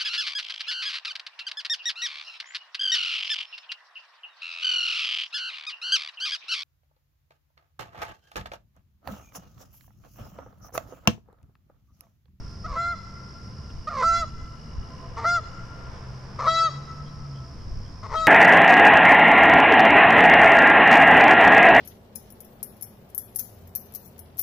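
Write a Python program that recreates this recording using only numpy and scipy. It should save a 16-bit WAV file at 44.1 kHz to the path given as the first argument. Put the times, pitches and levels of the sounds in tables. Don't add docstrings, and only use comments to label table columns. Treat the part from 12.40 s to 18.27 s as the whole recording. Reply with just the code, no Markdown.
import sys
import numpy as np
from scipy import signal
from scipy.fft import rfft, irfft, next_fast_len
from scipy.io import wavfile
from scipy.ndimage import uniform_filter1d, map_coordinates

SR = 44100
rng = np.random.default_rng(int(sys.argv[2]) if len(sys.argv) > 2 else 0)


def persist_wave(psi):
    counts = np.round(np.clip(psi, -1, 1) * 32767).astype(np.int16)
    wavfile.write(sys.argv[1], SR, np.atleast_2d(counts).T)


N = 258867
TIME = np.arange(N) / SR

# frequency in Hz, relative level in dB.
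CROAK_COLOUR = [(200, -58), (390, -17), (520, -16), (720, -11), (1000, -1), (1300, 6.5), (1550, -4.5),
                (2000, 2.5), (2700, -10), (3800, -6.5), (5800, -2.5), (8000, -19), (13000, -42.5)]
# time in seconds, left minus right level in dB, extra level sent to the trees in dB.
FLIGHT_PATH = [(.5, -0.3, 7.5), (1.7, -2.5, 0), (2.9, 0.8, 2), (4.2, 2.5, 2.5), (5.8, 5, 14)]


def amp(db):
    return 10 ** (np.asarray(db) / 20)


def unit(x):
    return x / np.sqrt(np.mean(x ** 2) + 1e-20)


def along(points, hz):
    f, v = np.transpose(points)
    return np.interp(np.log(hz + 1), np.log(f + 1), v)


def curves(rows, t=TIME):
    s, *columns = np.transpose(rows)
    return [np.interp(t, s, column) for column in columns]


def span(start, end):
    return np.flatnonzero((TIME >= start) & (TIME <= end))


def bell(t, width):
    return np.exp(-(t / width) ** 2)


def ramp(t, length):
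    return np.clip(t / length, 0, 1)


def wobble(rate, size=N):
    points = rng.standard_normal(int(size * rate / SR) + 4)
    return map_coordinates(points, [np.arange(size) * rate / SR], mode="nearest")


def angle(hz):
    return 2 * np.pi * np.cumsum(hz) / SR


def filtered(x, response):
    n = x.shape[-1]
    padded = next_fast_len(n + 8192)
    return irfft(rfft(x, padded) * response(np.fft.rfftfreq(padded, 1 / SR)), padded)[..., :n]


def rush(spectrum):
    # frequency in Hz, left-right likeness (1 is identical).
    likeness = [(30, 0.71), (90, 1), (400, 0.78), (1200, 0.37), (3000, 0.27), (5200, 0.43), (10000, 0.44)]

    def turn(hz):
        return np.arccos(np.clip(along(likeness, hz), -1, 1)) / 2

    def response(hz):
        return amp(along(spectrum, hz)) * [np.cos(turn(hz)), np.sin(turn(hz))]

    mid, side = filtered(rng.standard_normal((2, N)), response)
    return unit(np.array([mid + side, mid - side]))


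def place(x, pan_db, lag):
    shifted = filtered(x, lambda hz: np.exp(np.outer([-1, 1], 1j * np.pi * hz * lag / SR)))
    return shifted * amp([[pan_db / 2], [-pan_db / 2]])


def engine(waver_db=3.0):
    # start in seconds, length in seconds, starting firing frequency in Hz, climb in Hz per second,
    # base level of the firing tone in dB, base level of the tone at 1.5 times that frequency in dB.
    gears = [(-.3, 3.05, 114, 15.3, -52, -56), (2.602, 2.52, 108.3, 17.5, -41.5, -58),
             (5.094, 1.2, 101, 4.4, -46, -58)]
    clutch_s, load_db_per_hz = 0.12, 0.18
    lift_hz, lift_s = 26.7, 0.2117
    out = np.zeros(N)
    for start, length, start_hz, climb, firing_db, half_db in gears:
        age = np.clip(TIME - start, 0, length)
        hz = start_hz + climb * age - lift_hz * bell(length - age, lift_s)
        phase = angle(hz * (1 + 0.0063 * wobble(18)))
        load = ramp(age, clutch_s) * ramp(length - age, clutch_s)
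        revs_db = load_db_per_hz * (hz - start_hz - climb * length / 2)
        firing = amp(firing_db + revs_db + waver_db * wobble(11)) * np.sin(phase)
        half_order = amp(half_db + waver_db * wobble(11)) * np.sin(phase + phase / 2)
        out += load * (firing + half_order)
    return np.sqrt(2) * out


def whine(spread_rate=28):
    # frequency in Hz, base level in dB.
    motor_tones = [(505, -60.5), (670, -58), (1025, -57)]
    # time in seconds, level change of all the tones in dB.
    swell = [(2.2, -10.5), (2.6, 3), (3.4, -4.5), (5.87, -7)]
    total = 0
    for hz, db in motor_tones:
        phase = 2 * np.pi * hz * TIME
        total = total + amp(db) * (wobble(spread_rate) * np.sin(phase) + wobble(spread_rate) * np.cos(phase))
    return total * amp(curves(swell)[0])


def air(drone_db=-43):
    # time in seconds, added level in dB, half-length in seconds.
    gusts = [(0, -41, 0.083), (0.294, -34.5, 0.05), (1.369, -38.5, 0.05), (1.74, -37, 0.13),
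             (1.99, -37.5, 0.057), (2.39, -27.5, .026), (2.747, -43.5, 0.22), (3.62, -44.5, 0.17),
             (4.79, -41, 0.035), (5.36, -33.5, 0.083), (5.8, -41.5, 0.26)]
    # frequency in Hz, relative level in dB.
    buffet = [(15, 1), (35, 1.5), (70, -2), (110, -6.5), (200, -47.5), (500, -53), (1500, -110)]
    # frequency in Hz, relative level in dB.
    traffic = [(25, -42.5), (60, -2.5), (95, -3.5), (150, -8), (230, -15), (330, -21.5), (600, -34.5),
               (1500, -57), (4000, -94.5)]
    # time in seconds, rustle level in dB before a small waver.
    leaf_level = [(0, -55.5), (1.2, -55), (2.1, -57), (2.5, -50), (3.2, -49.5), (3.7, -48), (4.4, -49.5),
                  (5, -54), (5.87, -53.5)]
    # frequency in Hz, relative level in dB.
    leaf_colour = [(100, -19), (450, 1), (750, -4), (1050, 0.5), (1700, -7.5), (2500, -15), (3800, -22),
                   (7000, -32.5), (13000, -57)]
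    breeze = amp(-48 + 4 * wobble(4))
    wind = breeze + sum(amp(db) * bell(TIME - s, half) for s, db, half in gusts)
    drone = amp(drone_db + 1.3 * wobble(3.734)) * rush(traffic)
    rustle = amp(curves(leaf_level)[0] + 0.86 * wobble(6.7)) * rush(leaf_colour)
    return wind * rush(buffet) + drone + rustle


def cricket(rows, rate, hz, sweep, duty, rough_db, drift_db=-0.7):
    cycle = (angle(rate * (1 + 0.0045 * wobble(6))) / (2 * np.pi)) % 1
    stroke = cycle / np.clip(duty, .1, 1)
    loud = np.sin(np.pi * np.minimum(stroke, 1)) * amp(rough_db * wobble(50) + drift_db * wobble(4.2))
    tone = np.sin(angle(hz * (1 - sweep * (stroke - .5) + .008 * wobble(300))))
    return unit(loud * tone) * amp(curves(rows)[0])


def insects(chorus_db=-58):
    # time in seconds, level in dB.
    fast_level = [(0, -58), (5.87, -59)]
    # time in seconds, level in dB.
    slow_level = [(1.3, -60), (2.5, -90.5), (4.1, -60), (5.87, -63)]
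    # time in seconds, level in dB.
    tree_level = [(.9, -79), (1.4, -68), (3.2, -65), (4, -81)]
    # frequency in Hz, relative level in dB.
    chorus_colour = [(2500, -15), (3900, -18.5), (4500, -11.5), (4900, -3.5), (5300, -7.5), (5600, -5),
                     (5900, -8.5), (6300, -19), (8000, -27.5), (12000, -31), (13500, -48.5)]
    fast = cricket(fast_level, rate=65.2, hz=5236, sweep=0.13, duty=0.6, rough_db=1.6)
    slow = cricket(slow_level, rate=54.4, hz=5160, sweep=0.27, duty=0.93, rough_db=2.0)
    tree = cricket(tree_level, rate=51, hz=2890, sweep=0.0099, duty=0.48, rough_db=2.5)
    near = place(fast + tree, pan_db=-2.0, lag=0.45) + place(slow, pan_db=-7, lag=.4)
    return near + amp(chorus_db + 0.5 * wobble(16.0)) * rush(chorus_colour)


def earlier_echo(db=-57, hz=1380, t60=3.9):
    waver = wobble(45) + .4 * np.array([wobble(45), wobble(45)])
    return amp(db - 60 * TIME / t60) * waver * np.sin(2 * np.pi * hz * TIME)


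def croak(age, upper_hz, lower_hz, joins, lower_share, jitter, hiss_db=-23):
    # time from the start in seconds, upper pitch as a ratio.
    upper_glide = [(0, 1), (.018, 1), (.028, 1.15), (.07, .99), (.15, 0.78)]
    # frequency in Hz, relative level in dB.
    turbulence = [(500, -22.5), (1500, -13), (2200, -3.5), (3000, -10.5), (4300, 4), (6000, 0), (7500, -16),
                  (9000, -22.5), (13000, -37)]
    both = np.clip((age - joins) / .012 + .5, 0, 1)
    upper_jitter = jitter * (0.17 + 1.29 * both) * wobble(305.4, len(age))
    upper = angle(upper_hz * curves(upper_glide, age)[0] * (1 + upper_jitter))
    lower = angle(lower_hz * (1 + jitter * wobble(220, len(age))))
    share = lower_share * both * amp(2 * wobble(160, len(age)))
    swing = (np.sin(upper) + share * np.sin(lower)) / np.sqrt(1 + share ** 2)
    roughness = 1 + .11 * (.5 + .5 * both) * rng.standard_normal(len(age))
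    flow = np.maximum(swing - .2, 0) * roughness
    voice = unit(filtered(flow - flow.mean(), lambda hz: amp(along(CROAK_COLOUR, hz))))
    strength = np.sqrt(np.abs(uniform_filter1d(voice ** 2, size=420)) + .02)
    breath = rng.standard_normal(len(age)) * (1 + swing / 2)
    hiss = unit(filtered(breath, lambda hz: amp(along(turbulence, hz))))
    return unit(voice / strength) + amp(hiss_db) * hiss


def croak_effort(age, lead, grunt_s, grunt_db, trough_db, swell_db):
    grunt_rise_s, grunt_fall_s = 0.007, 0.0052
    overlap_s, handover_s = 0.004, 0.03
    swelling_db = trough_db + (swell_db - trough_db) * ramp(age - grunt_s, lead - grunt_s)
    db = grunt_db + (swelling_db - grunt_db) * ramp(age - grunt_s, grunt_fall_s)
    return amp(db) * ramp(age, grunt_rise_s) * (1 - ramp(age - lead - overlap_s, handover_s))


def honk(t, row, jitter=0.0034, drift=0.0026, flutter_db=5, flutter_rate=42, rasp_db=-32, settle=0.02,
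         rattle=0.41, dulling_db=-14, port_phase=0.32, count=21):
    # frequency in Hz, relative level in dB.
    throat = [(650, -2), (1300, 4.5), (2000, -7), (2650, -17), (3300, -8.5), (4000, -1), (5200, -5),
              (6200, -9.5), (7400, -11), (8300, -25), (10500, -30.5), (13000, -38.5), (14500, -65)]
    # time in seconds, frequency in Hz, change in dB, half-length in seconds.
    fades = [(1.682, 3430, -11, 0.049), (1.691, 4030, -10, 0.023), (1.784, 2040, 5.5, 0.038),
             (1.797, 1360, -10.5, 0.028), (2.937, 2080, -23, 0.021), (4.084, 1290, 7, 0.013),
             (4.132, 1320, -5.5, 0.04), (4.137, 3960, -11, 0.012), (4.219, 1300, 2.5, 0.012),
             (4.223, 2230, -16, 0.032), (5.832, 4100, -31, .012)]
    fade_width_hz = 270
    scoop_s, sag_hz = 0.02195, 65.6
    attack_s, attack_db = 0.011, -4
    release_s, release_db = .016, -15.5
    brightening_s, dulling_s = .02, 0.031
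    linger_db = 16
    (start, length, pitch_hz, glide, scoop_hz, sag_s, hold_db,
     low_db, low_fade_db, third_db, blare_db, edge_db, top_db) = row
    age, left, from_middle = t - start, start + length - t, t - start - length / 2
    pitch = pitch_hz + glide * from_middle - scoop_hz * np.exp(-age / scoop_s) - sag_hz * bell(left, sag_s)
    db = hold_db + attack_db * bell(age, attack_s) + release_db * bell(left, release_s)
    loose = bell(age, settle)
    slack_db = dulling_db * (bell(age, brightening_s) + bell(left, dulling_s))
    slow_drift = drift * wobble(35.7, len(t))
    quick_jitter = (jitter + .04 * loose) * wobble(400, len(t))
    phase = angle(pitch * (1 + slow_drift + quick_jitter))
    fundamental_db = low_db + low_fade_db * from_middle + linger_db * bell(left, release_s)
    tone = np.zeros((2, len(t)))
    for k in range(1, count + 1):
        hz = k * pitch
        upper = along([(1350, 0.13), (3100, 0.91)], hz)
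        edge = along([(4200, 0.12), (4600, 1.0)], hz)
        overtone_db = upper * ((1 - edge) * blare_db + edge * edge_db + slack_db)
        effort_db = fundamental_db if k == 1 else overtone_db
        beak_db = third_db * (k == 3) + top_db * along([(6000, 0.011), (7500, 0.86)], hz)
        fade_db = sum(depth_db * bell(t - s, half) * bell(hz - at_hz, fade_width_hz)
                      for s, at_hz, depth_db, half in fades)
        flutter = flutter_db * np.minimum(wobble(flutter_rate, len(t)), .7)
        ports = np.array([wobble(30.1, len(t)), wobble(30, len(t))])
        waver_db = np.clip((k - 2) / 2, .15, 1) * (flutter + 2.6 * ports)
        level = amp(db + along(throat, hz) + effort_db + beak_db + fade_db + waver_db)
        tone += level * np.sqrt(2) * np.sin(k * phase + port_phase * ports + rng.uniform(0, 2 * np.pi))
    breath = rng.standard_normal(len(t)) * (1 + np.cos(phase))
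    hiss = unit(filtered(breath, lambda hz: amp(along(CROAK_COLOUR, hz)) / (1 + hz / 7000)))
    beats = 1 + rattle * loose * np.sin(phase / 4)
    ends = ramp(age, .01) * ramp(left, .004)
    return ends * beats * (tone + amp(db + rasp_db) * hiss)


def goose():
    # start in seconds, grunt length in seconds, grunt level in dB,
    # trough level in dB, level reached at the honk in dB, upper membrane in Hz before its glide,
    # lower membrane in Hz, seconds until the lower one joins, its base strength, base pitch jitter.
    croak_rows = [(.241, 0.024, -33.5, -43.5, -33, 635, 505.5, .035, 1.4, .03),
                  (1.47, 0.019, -27, -38, -23.5, 622, 525, .04, 0.9945, 0.0393),
                  (2.766, .036, -32, -38.5, -33.5, 662, 462, 0.0075, 3.7, 0.028),
                  (3.986, 0.044, -28.5, -31.5, -24.5, 610, 513.7, 0.0086, 1.8, .065),
                  (5.627, .041, -38, -52, -29.5, 610, 432.4, 0.0032, 1.42, .05)]
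    # fundamental in dB, its change in dB per second, third harmonic in dB, blare below about 4.4 kHz in dB,
    # edge above it in dB, extra toward 7 kHz and above in dB (the last three are phased in by frequency).
    honk_rows = [(0.356, 0.2, 689.2, 150, 28, .024, -26.5, -14, -65, 7, -25.5, -34, 5),
                 (1.621, 0.23, 675, 72, 3.93, .026, -20, -16, -17, -3, -24.5, -22.5, 0),
                 (2.839, .164, 697.7, -60, 81, .027, -21, -12, -84, 7, -24, -19, -7.5),
                 (4.061, 0.2394, 658.3, -29.5, 47.3, 0.021, -24, -9, -56, -1, -9, -14.5, -8.5),
                 (5.737, 0.23, 643.3, -120, 40, 0.02, -28, -6.5, -7, -7.5, -10.5, -23.5, 4)]
    voice = np.zeros((2, N))
    for (start, grunt_s, grunt_db, trough_db, swell_db, *syrinx), row in zip(croak_rows, honk_rows):
        lock, length = row[:2]
        rough = span(start, lock + 0.034)
        clear = span(lock, lock + length)
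        age = TIME[rough] - start
        effort = croak_effort(age, lock - start, grunt_s, grunt_db, trough_db, swell_db)
        voice[:, rough] += croak(age, *syrinx) * effort
        voice[:, clear] += honk(TIME[clear], row)
    pan_db, _ = curves(FLIGHT_PATH)
    return place(voice, 0, lag=0.65) * amp(np.outer([.5, -.5], pan_db))


def banks(x, far_db=-25, near_t60=0.22, build=0.17):
    # frequency in Hz, time for the far echo to die by 60 dB in seconds.
    far_t60 = [(300, .8), (700, 0.53), (1350, 1.82), (2100, 1.3), (4000, 0.56), (7500, 1.07), (12000, 0.15)]
    hz, t, z = signal.stft(rng.standard_normal((3, 2 * SR)), SR, nperseg=256)

    def tail(shape):
        shared, left, right = signal.istft(z * shape, SR, nperseg=256)[1]
        return unit(np.array([shared + 1.4 * left, shared + 0.82 * right])) / np.sqrt(len(shared))

    colour_db = along([(400, -3.5), (1350, -0.5), (2200, 4.5), (4000, 13.0), (8000, 6.5), (14000, -22.5)], hz)
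    colour = amp(colour_db)[:, None]
    near = amp(-27) * tail(amp(-60 * t / near_t60) * (1 - np.exp(-t / .02)) * colour)
    far = tail(amp(-60 * t / along(far_t60, hz)[:, None]) * (1 - np.exp(-t / build)) * colour)
    return signal.fftconvolve(x.mean(0)[None], near + amp(far_db) * far, axes=1)[:, :N]


def tree_lines(x):
    out = np.zeros((2, N))
    for delay, db, pan_db in [(.21, -31.5, 1.5), (.34, -41.5, 5), (.52, -40.5, 27), (.78, -43, 21)]:
        delayed = np.interp(TIME - delay, TIME, x.mean(0), left=0)
        waver = amp(6.3 * np.minimum(wobble(40), .8))
        out += amp(db) * place(delayed * waver, pan_db, lag=0)
    dull_db = [(600, -5.0), (1350, -6.0), (2200, -4.5), (4500, -12.5), (9000, -33.0)]
    return filtered(out, lambda hz: amp(along(dull_db, hz)))


def tick(s=1.302, db=-45, t60=.025):
    age = np.maximum(TIME - s, 0)
    colour_db = [(300, -5), (1400, -1.5), (2200, -10.5), (3300, 5), (3900, -32), (7000, -55)]
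    return (TIME > s) * amp(db - 60 * age / t60) * rush(colour_db)


def small_bird(db=-8, length=0.027, husk_rate=450):
    # start in seconds, level in dB before the shared change db, pitch in Hz.
    chips = [(3.4394, -60, 3060), (3.5583, -57, 3300), (4.66, -54.5, 3220), (4.9636, -52, 3210),
             (5.2111, -56, 3130), (5.4575, -56, 3230)]
    out = np.zeros(N)
    for s, chip_db, hz in chips:
        swell = bell(TIME - s - .01, length)
        phase = 2 * np.pi * hz * TIME
        husky = wobble(husk_rate) * np.sin(phase) + wobble(husk_rate) * np.cos(phase)
        out += amp(chip_db + db) * swell * husky
    return place(out, pan_db=4, lag=.4)


def scene():
    calls = goose()
    _, aim_db = curves(FLIGHT_PATH)
    outward = calls * amp(aim_db)
    far = place(engine() + whine() + air(), pan_db=0, lag=1)
    echo = banks(outward) * amp(3.8 * np.minimum(wobble(28), .8))
    return calls + echo + tree_lines(outward) + earlier_echo() + insects() + small_bird() + tick() + far


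def record(dry):
    return filtered(dry, lambda hz: hz < 14200)


dry = scene()
out = record(dry)
persist_wave(out)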